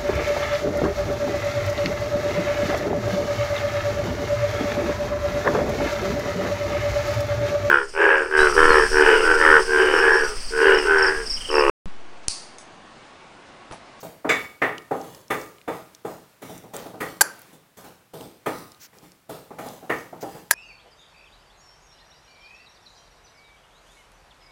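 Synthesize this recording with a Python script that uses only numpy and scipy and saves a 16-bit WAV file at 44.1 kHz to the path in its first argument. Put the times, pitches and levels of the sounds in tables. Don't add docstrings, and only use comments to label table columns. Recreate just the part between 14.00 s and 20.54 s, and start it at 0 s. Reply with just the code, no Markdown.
import sys
import numpy as np
from scipy import signal
from scipy.fft import rfft, irfft
from scipy.io import wavfile

SR = 44100
rng = np.random.default_rng(int(sys.argv[2]) if len(sys.argv) > 2 else 0)


def generate_wav(signal):
    frames = np.transpose(np.atleast_2d(signal))
    scaled = np.clip(frames, -1, 1) * 32767
    pcm = np.round(scaled).astype(np.int16)
    wavfile.write(sys.argv[1], SR, pcm)


N = 288414
USUAL_WEIGHT_DB, USUAL_SCUFF_DB = -30, -44


def from_db(db):
    return 10 ** (np.asarray(db) / 20)


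def at_hz(table, hz):
    pitches, values = np.transpose(table)
    return np.interp(np.log(np.maximum(hz, 1)), np.log(pitches), values)


def colour(table, size):
    gain = from_db(at_hz(table, np.fft.rfftfreq(size, 1 / SR)))
    return gain / np.sqrt(np.mean(gain ** 2))


def noise(gain, size):
    return irfft(rfft(rng.standard_normal(size)) * gain, size)


def add(track, start_s, sound):
    start = int(np.clip(round(start_s * SR), 0, N - 1))
    track[start:start + len(sound)] += sound[:N - start]


def resonate(push, pitch_hz, width_hz):
    decay, angle = np.exp(-np.pi * width_hz / SR), 2 * np.pi * min(pitch_hz, SR / 2) / SR
    feedback = [1, -2 * decay * np.cos(angle), decay ** 2]
    return signal.lfilter(np.array([1, 0, -1]) * (1 - decay ** 2) / 2, feedback, push)


# pitch_hz, level_db
BACKGROUND_TONE = [(30, -3), (120, 14), (450, 10), (1200, 8.5), (2500, 4), (6000, -2), (15500, -3.5)]
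def background(sink_db_per_s=16.5):
    t = np.arange(N) / SR
    start_s, weight_db = np.transpose(sorted(tuple(row[:2]) for row in [*STEPS, *CLACKS]))
    latest = np.maximum(np.searchsorted(start_s, t) - 1, 0)
    lifted_db = -54 + 0.2 * (weight_db[latest] - USUAL_WEIGHT_DB)
    sunk_db = sink_db_per_s * (t - start_s[latest])
    return from_db(lifted_db - sunk_db) * noise(colour(BACKGROUND_TONE, N), N)


# pitch_hz, level_db
BRUSH_TONE = [(700, -11), (1500, 0.5), (3500, -4.5), (6200, 5.5), (9000, -12), (15000, -1)]
# start_s, length_s, level_db
BRUSHES = [(0.0, 0.028, -45.5), (4.795, 0.082, -44), (6.204, 0.039, -41.5)]
def brushes():
    out = np.zeros(N)
    for start_s, length_s, level_db in BRUSHES:
        size = int(length_s * SR)
        swell = np.sin(np.linspace(0, np.pi, size))
        add(out, start_s, from_db(level_db) * noise(colour(BRUSH_TONE, size), size) * swell)
    return out


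# pitch_hz, fade_s
ECHO_FADES = [(60, 0.63), (200, 0.47), (500, 0.37), (1200, 0.4), (2200, 0.35), (5000, 0.34), (14000, 0.23)]
def room_echo(gain, size):
    t, hz = np.arange(size) / SR, np.fft.rfftfreq(size, 1 / SR)
    spectrum = rfft(rng.standard_normal(size)) * gain
    octave = np.round(np.log2(np.clip(hz, 64, 16384)))
    return sum(irfft(spectrum * (octave == k), size) * from_db(-60 * t / at_hz(ECHO_FADES, 2 ** k))
               for k in np.unique(octave))


# pitch_hz, level_db, fade_s (to fall by 60 dB)
FLOOR_NOTES = [(116.2, 1.5, 0.55), (163.2, -9.5, 0.59), (183.6, -4, 0.66), (258.6, 3.5, 0.35),
               (307, 0, 0.32), (317.3, -10.5, 0.58), (426.6, 1, 0.37), (469.6, -0.5, 0.35), (643, -3, 0.32),
               (790, -7, 0.48), (826, -0.5, 0.31), (1224, -3, 0.52), (1524, -7, 0.35), (1799, -0.5, 0.25),
               (1820, -2.5, 0.15), (1950, -8, 0.22), (2244, 2.5, 0.46), (2417, 7.5, 0.19), (3520, 5, 0.41)]
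def floor_blow(gain, size, rise_s=0.0045, bump_s=0.022, dull_above_hz=1800):
    t, hz = np.arange(size) / SR, np.fft.rfftfreq(size, 1 / SR)
    bump = noise(gain / np.hypot(1, hz / dull_above_hz), size) * np.exp(-t / bump_s)
    sound = room_echo(gain, size) + from_db(1) * bump
    for pitch_hz, level_db, fade_s in FLOOR_NOTES:
        strength = np.interp(pitch_hz, hz, gain) * from_db(level_db - 21.5 + rng.normal(0, 1.8))
        note = np.sin(2 * np.pi * (pitch_hz * t + rng.random()))
        sound += strength * note * from_db(-60 * t / fade_s)
    return sound * (1 - np.exp(-(t / rise_s) ** 2))


def toes(hz, spread_s, count=4):
    delays_s, weights = spread_s * rng.random(count), from_db(rng.normal(0, 1.5, count))
    together = weights @ np.exp(-2j * np.pi * np.outer(delays_s, hz))
    return np.abs(together) ** 2 / np.sum(weights ** 2)


# pitch_hz, level_db
BOOM_TONE = [(25, -35), (55, -16.5), (100, -14.5), (160, 0.5), (230, -8), (330, -12), (600, -48)]
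THUD_TONE = [(150, -35), (280, -1.5), (450, 2), (750, 0), (950, -4), (1150, -13.5), (1500, -30),
             (3500, -62.5)]
RAP_TONE = [(600, -37), (1000, -0.5), (1230, 3.5), (1450, 0), (1700, -7), (2400, -43.5)]
KNOCK_TONE = [(800, -30), (1400, -15), (1650, -5), (1900, 1.5), (2350, -8.5), (2700, -11), (3100, -18),
              (4500, -35.5), (10000, -63)]
CRACK_TONE = [(1500, -18), (3000, 4.5), (3600, 6), (5000, -4), (7000, -2), (10000, -20.5), (15500, -27)]
SCUFF_TONE = [(3000, -24.5), (7000, -3), (10000, -1), (15500, -1.5)]
def paw_landing(weight_db, hardness_db, scuff_db, size):
    def power(tone, level_db):
        return (from_db(level_db) * colour(tone, size)) ** 2

    boom = power(BOOM_TONE, -45 + 0.51 * (weight_db - USUAL_WEIGHT_DB))
    thud = power(THUD_TONE, weight_db - 3.5)
    rap = power(RAP_TONE, weight_db - 7 + 0.4 * hardness_db)
    knock = power(KNOCK_TONE, weight_db - 6.5 + hardness_db)
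    crack = power(CRACK_TONE, max(weight_db - 35 + 2.91 * hardness_db, scuff_db - 6))
    scuff = power(SCUFF_TONE, scuff_db)
    ripple = toes(np.fft.rfftfreq(size, 1 / SR), spread_s=0.0059)
    return np.sqrt(boom + thud + rap + knock + ripple * (crack + scuff))


# start_s, weight_db, hardness_db, scuff_db, slide_s, spot_pitch_hz
STEPS = [(0.029, -34, -27, -43.5, 0.046, 653), (0.247, -21.5, -16.5, -66, 0.0093, 650),
         (0.292, -21, 10.5, -36.5, 0.14, 2265), (0.619, -18.5, 4, -45.5, 0.048, 1828),
         (0.911, -20.5, -17, -52.5, 0.27, 769), (1.04, -42.5, -6.5, -51, 0.0017, 566),
         (1.304, -23, 2.5, -34.5, .12, 1193), (1.678, -23, -8, -46, 0.099, 646.3),
         (2.049, -27.5, -16, -48.5, 0.083, 648), (2.42, -38.5, -7, -45, .15, 2260),
         (2.495, -37.5, -27, -50, 0, 633), (2.638, -42, -30, -70, 0.00027, 778),
         (2.736, -33.5, -10.5, -38.5, .1, 826), (2.859, -37, -30, -50, 0, 680),
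         (2.939, -37.5, -26, -85, 0.034, 746.7), (3.005, -25.5, -1.5, -37.5, .11, 1906),
         (3.529, -49, -15, -52, 0.0066, 528), (3.771, -50.5, -1, -47, 0.028, 1230),
         (3.841, -46.5, -9, -50, 0.033, 787.6), (4.136, -36, -22, -47, 0.12, 652),
         (4.203, -38.5, -34, -51, 0.012, 856), (4.461, -22, -5, -36.5, 0.15, 1227),
         (4.93, -58.5, 4.5, -68, 0.039, 792.6), (5.019, -50.5, -19, -61, 0.034, 800),
         (5.294, -33.5, -14, -43, .08, 643), (5.506, -38, -16, -74, 0, 877.5),
         (5.586, -33, -4.5, -44.5, 0.16, 670), (5.66, -35, -25.5, -45, 0.011, 819),
         (5.826, -41.5, -19, -68, 0.025, 767), (5.897, -23, 2, -42, 0.1, 1853),
         (6.127, -36, -20, -76, 0.0047, 887.5), (6.227, -30, -19, -49, 0.16, 790),
         (6.346, -40, -19, -62, 0.00067, 826)]
def footfalls(spot_boost_db=6.5, spot_octaves=0.072, spot_fade_s=0.46, size=24576):
    out, t, hz = np.zeros(N), np.arange(size) / SR, np.fft.rfftfreq(size, 1 / SR)
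    for start_s, weight_db, hardness_db, scuff_db, _, spot_hz in STEPS:
        near_spot_pitch = np.exp(-(np.log2((hz + 1) / spot_hz) / spot_octaves) ** 2)
        gain = paw_landing(weight_db, hardness_db, scuff_db, size)
        gain *= from_db(spot_boost_db * near_spot_pitch)
        ring_db = -30.5 + 0.55 * (scuff_db - USUAL_SCUFF_DB)
        ring = from_db(ring_db - 60 * t / spot_fade_s) * np.sin(2 * np.pi * spot_hz * t)
        add(out, start_s, np.interp(spot_hz, hz, gain) * ring)
        add(out, start_s - .003, floor_blow(gain, size))
    return out


# pitch_hz, level_db
SLIDE_TONE = [(30, -11.5), (120, 7.5), (500, 13), (1200, 4), (2500, -4), (5000, -4.5), (10000, -7.5),
              (15500, -7)]
def slides(rise_s=0.023, fade_s=0.5, grit_db=1.26, ripple_share=0.94, size=32768):
    out, t, hz = np.zeros(N), np.arange(size) / SR, np.fft.rfftfreq(size, 1 / SR)
    for start_s, _, _, scuff_db, slide_s, _ in STEPS:
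        if slide_s < .02:
            continue
        ripple = 1 - ripple_share + ripple_share * toes(hz, spread_s=0.0032)
        rub = noise(colour(SLIDE_TONE, size) * np.sqrt(ripple), size)
        grit = noise(colour([(150, 8.0), (600, -30.5), (3000, -58.5)], size), size)
        level_db = -44 + 0.35 * (scuff_db - USUAL_SCUFF_DB)
        fade_db = -60 * np.maximum(t - slide_s, 0) / fade_s
        loudness = (1 - np.exp(-t / rise_s)) * from_db(level_db + fade_db + grit_db * grit)
        add(out, start_s - .008, rub * loudness)
    return out


# start_s, level_db, pitch_hz
CLAW_TICKS = [(0.7817, -25, 2850), (1.0147, -35, 5485), (1.1484, -32, 5400), (1.2142, -45, 5400.0),
              (1.2816, -39.5, 5450.0), (1.415, -32, 5530.0), (1.5839, -40.5, 2890), (1.6148, -39.5, 2524),
              (1.9491, -31.5, 5420), (2.5791, -33, 7360.0), (2.7657, -20.5, 7600), (3.3928, -34, 11000),
              (3.418, -30, 13400), (4.2099, -32.5, 3070), (4.5856, -35.5, 5570), (4.7188, -35, 5430.0),
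              (4.7467, -43.5, 4130.0), (4.852, -38, 5450.0), (4.9857, -38.5, 5430.0), (5.1189, -38.5, 5476),
              (5.6866, -34, 5443)]
def claw_ticks(boost_db=2, faint_count=10, contact_s=0.0019, width_share=0.84, size=8192):
    out, t = np.zeros(N), np.arange(size) / SR
    faint = [(when * N / SR, -52 + 4 * force, 5400) for when, force in rng.random((faint_count, 2))]
    for start_s, level_db, pitch_hz in [*CLAW_TICKS, *faint]:
        grit = rng.standard_normal(size) * np.exp(-t / contact_s)
        touch = 6 * signal.unit_impulse(size) + grit + from_db(-33.5) * room_echo(1.0, size)
        width_hz = width_share * pitch_hz
        tap = resonate(resonate(touch, pitch_hz, width_hz), pitch_hz, 2 * width_hz)
        ring = from_db(7.5) * resonate(touch, pitch_hz, width_hz=560)
        snap = from_db(-15.5) * resonate(touch, min(2 * pitch_hz, 12800), width_hz=pitch_hz / 2)
        tick = tap + ring + snap
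        add(out, start_s, from_db(level_db + boost_db) * tick / np.abs(tick).max())
    return out


# pitch_hz, width_hz, level_db
CLACK_NOTES = [(540, 160, -5.5), (906, 110, 1), (2280, 500, -20.5), (4620, 150, -0.5), (5660, 510, -8),
               (7430, 570, -4), (8600, 480, -7.5), (10330, 1100, -3.5), (13130, 1900, -11.5)]
# times_ring_pitch, width_hz, level_db
AFTER_NOTES = [(1.004, 71.5, 4.5), (3.019, 261, 2)]
def hard_contact(ring_hz, bright_db, body_db, contact_s=0.0028, echo_rise_s=0.011, size=32768):
    t = np.arange(size) / SR
    grit = rng.standard_normal(size) * np.exp(-t / contact_s)
    echo_rise = 1 - np.exp(-(t / echo_rise_s) ** 2)
    echo = from_db(-25.5) * room_echo(0.9, size) * echo_rise
    push = 11 * signal.unit_impulse(size) + .5 * grit + echo
    scrape = from_db(bright_db) * (grit + from_db(-6.5) * echo)
    sound = from_db(6) * resonate(push, ring_hz, width_hz=140)
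    for k, (pitch_hz, width_hz, level_db) in enumerate(CLACK_NOTES):
        drive = scrape if pitch_hz > ring_hz else from_db(body_db) * push
        sound += (-1) ** k * from_db(level_db) * resonate(drive, pitch_hz, width_hz)
    for times_ring_pitch, width_hz, level_db in AFTER_NOTES:
        sound += from_db(level_db) * resonate(echo, times_ring_pitch * ring_hz, width_hz)
    room_thud = from_db(body_db - 45) * room_echo(colour(THUD_TONE, size), size) * echo_rise
    return sound + room_thud


# start_s, level_db, ring_hz, bright_db, body_db, graze_db, gap_s, bounce_loss_db
CLACKS = [(3.2117, -2.5, 1557, 4.5, 1, -2.5, .0025, 1), (6.51, 0.5, 1707, 2.5, -6.5, -28, .0031, 7.5)]
def clacks(boost_db=6, pitch_scatter=0.036):
    out, contacts = np.zeros(N), []
    for start_s, level_db, ring_hz, bright_db, body_db, graze_db, gap_s, bounce_loss_db in CLACKS:
        graze = (start_s - gap_s, level_db + graze_db)
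        hits = [(start_s + k * gap_s, level_db - k * bounce_loss_db) for k in range(3)]
        for hit_s, hit_db in [graze, *hits]:
            pitch_hz = ring_hz * (1 + pitch_scatter * rng.uniform(-1, 1))
            contacts.append((hit_s, hit_db, pitch_hz, bright_db, body_db))
    for hit_s, hit_db, pitch_hz, bright_db, body_db in contacts:
        add(out, hit_s, from_db(hit_db + boost_db) * hard_contact(pitch_hz, bright_db, body_db))
    return out


def scene():
    knocks = footfalls() + clacks() + claw_ticks()
    rubs = slides() + brushes()
    return (knocks + rubs + background())[None, :]


def record(dry, ceiling=.85, cutoff_hz=16200):
    rounded = ceiling * np.tanh(dry / ceiling)
    return signal.sosfilt(signal.ellip(10, .2, 80, cutoff_hz, fs=SR, output="sos"), rounded)


dry = scene()
out = record(dry)
generate_wav(out)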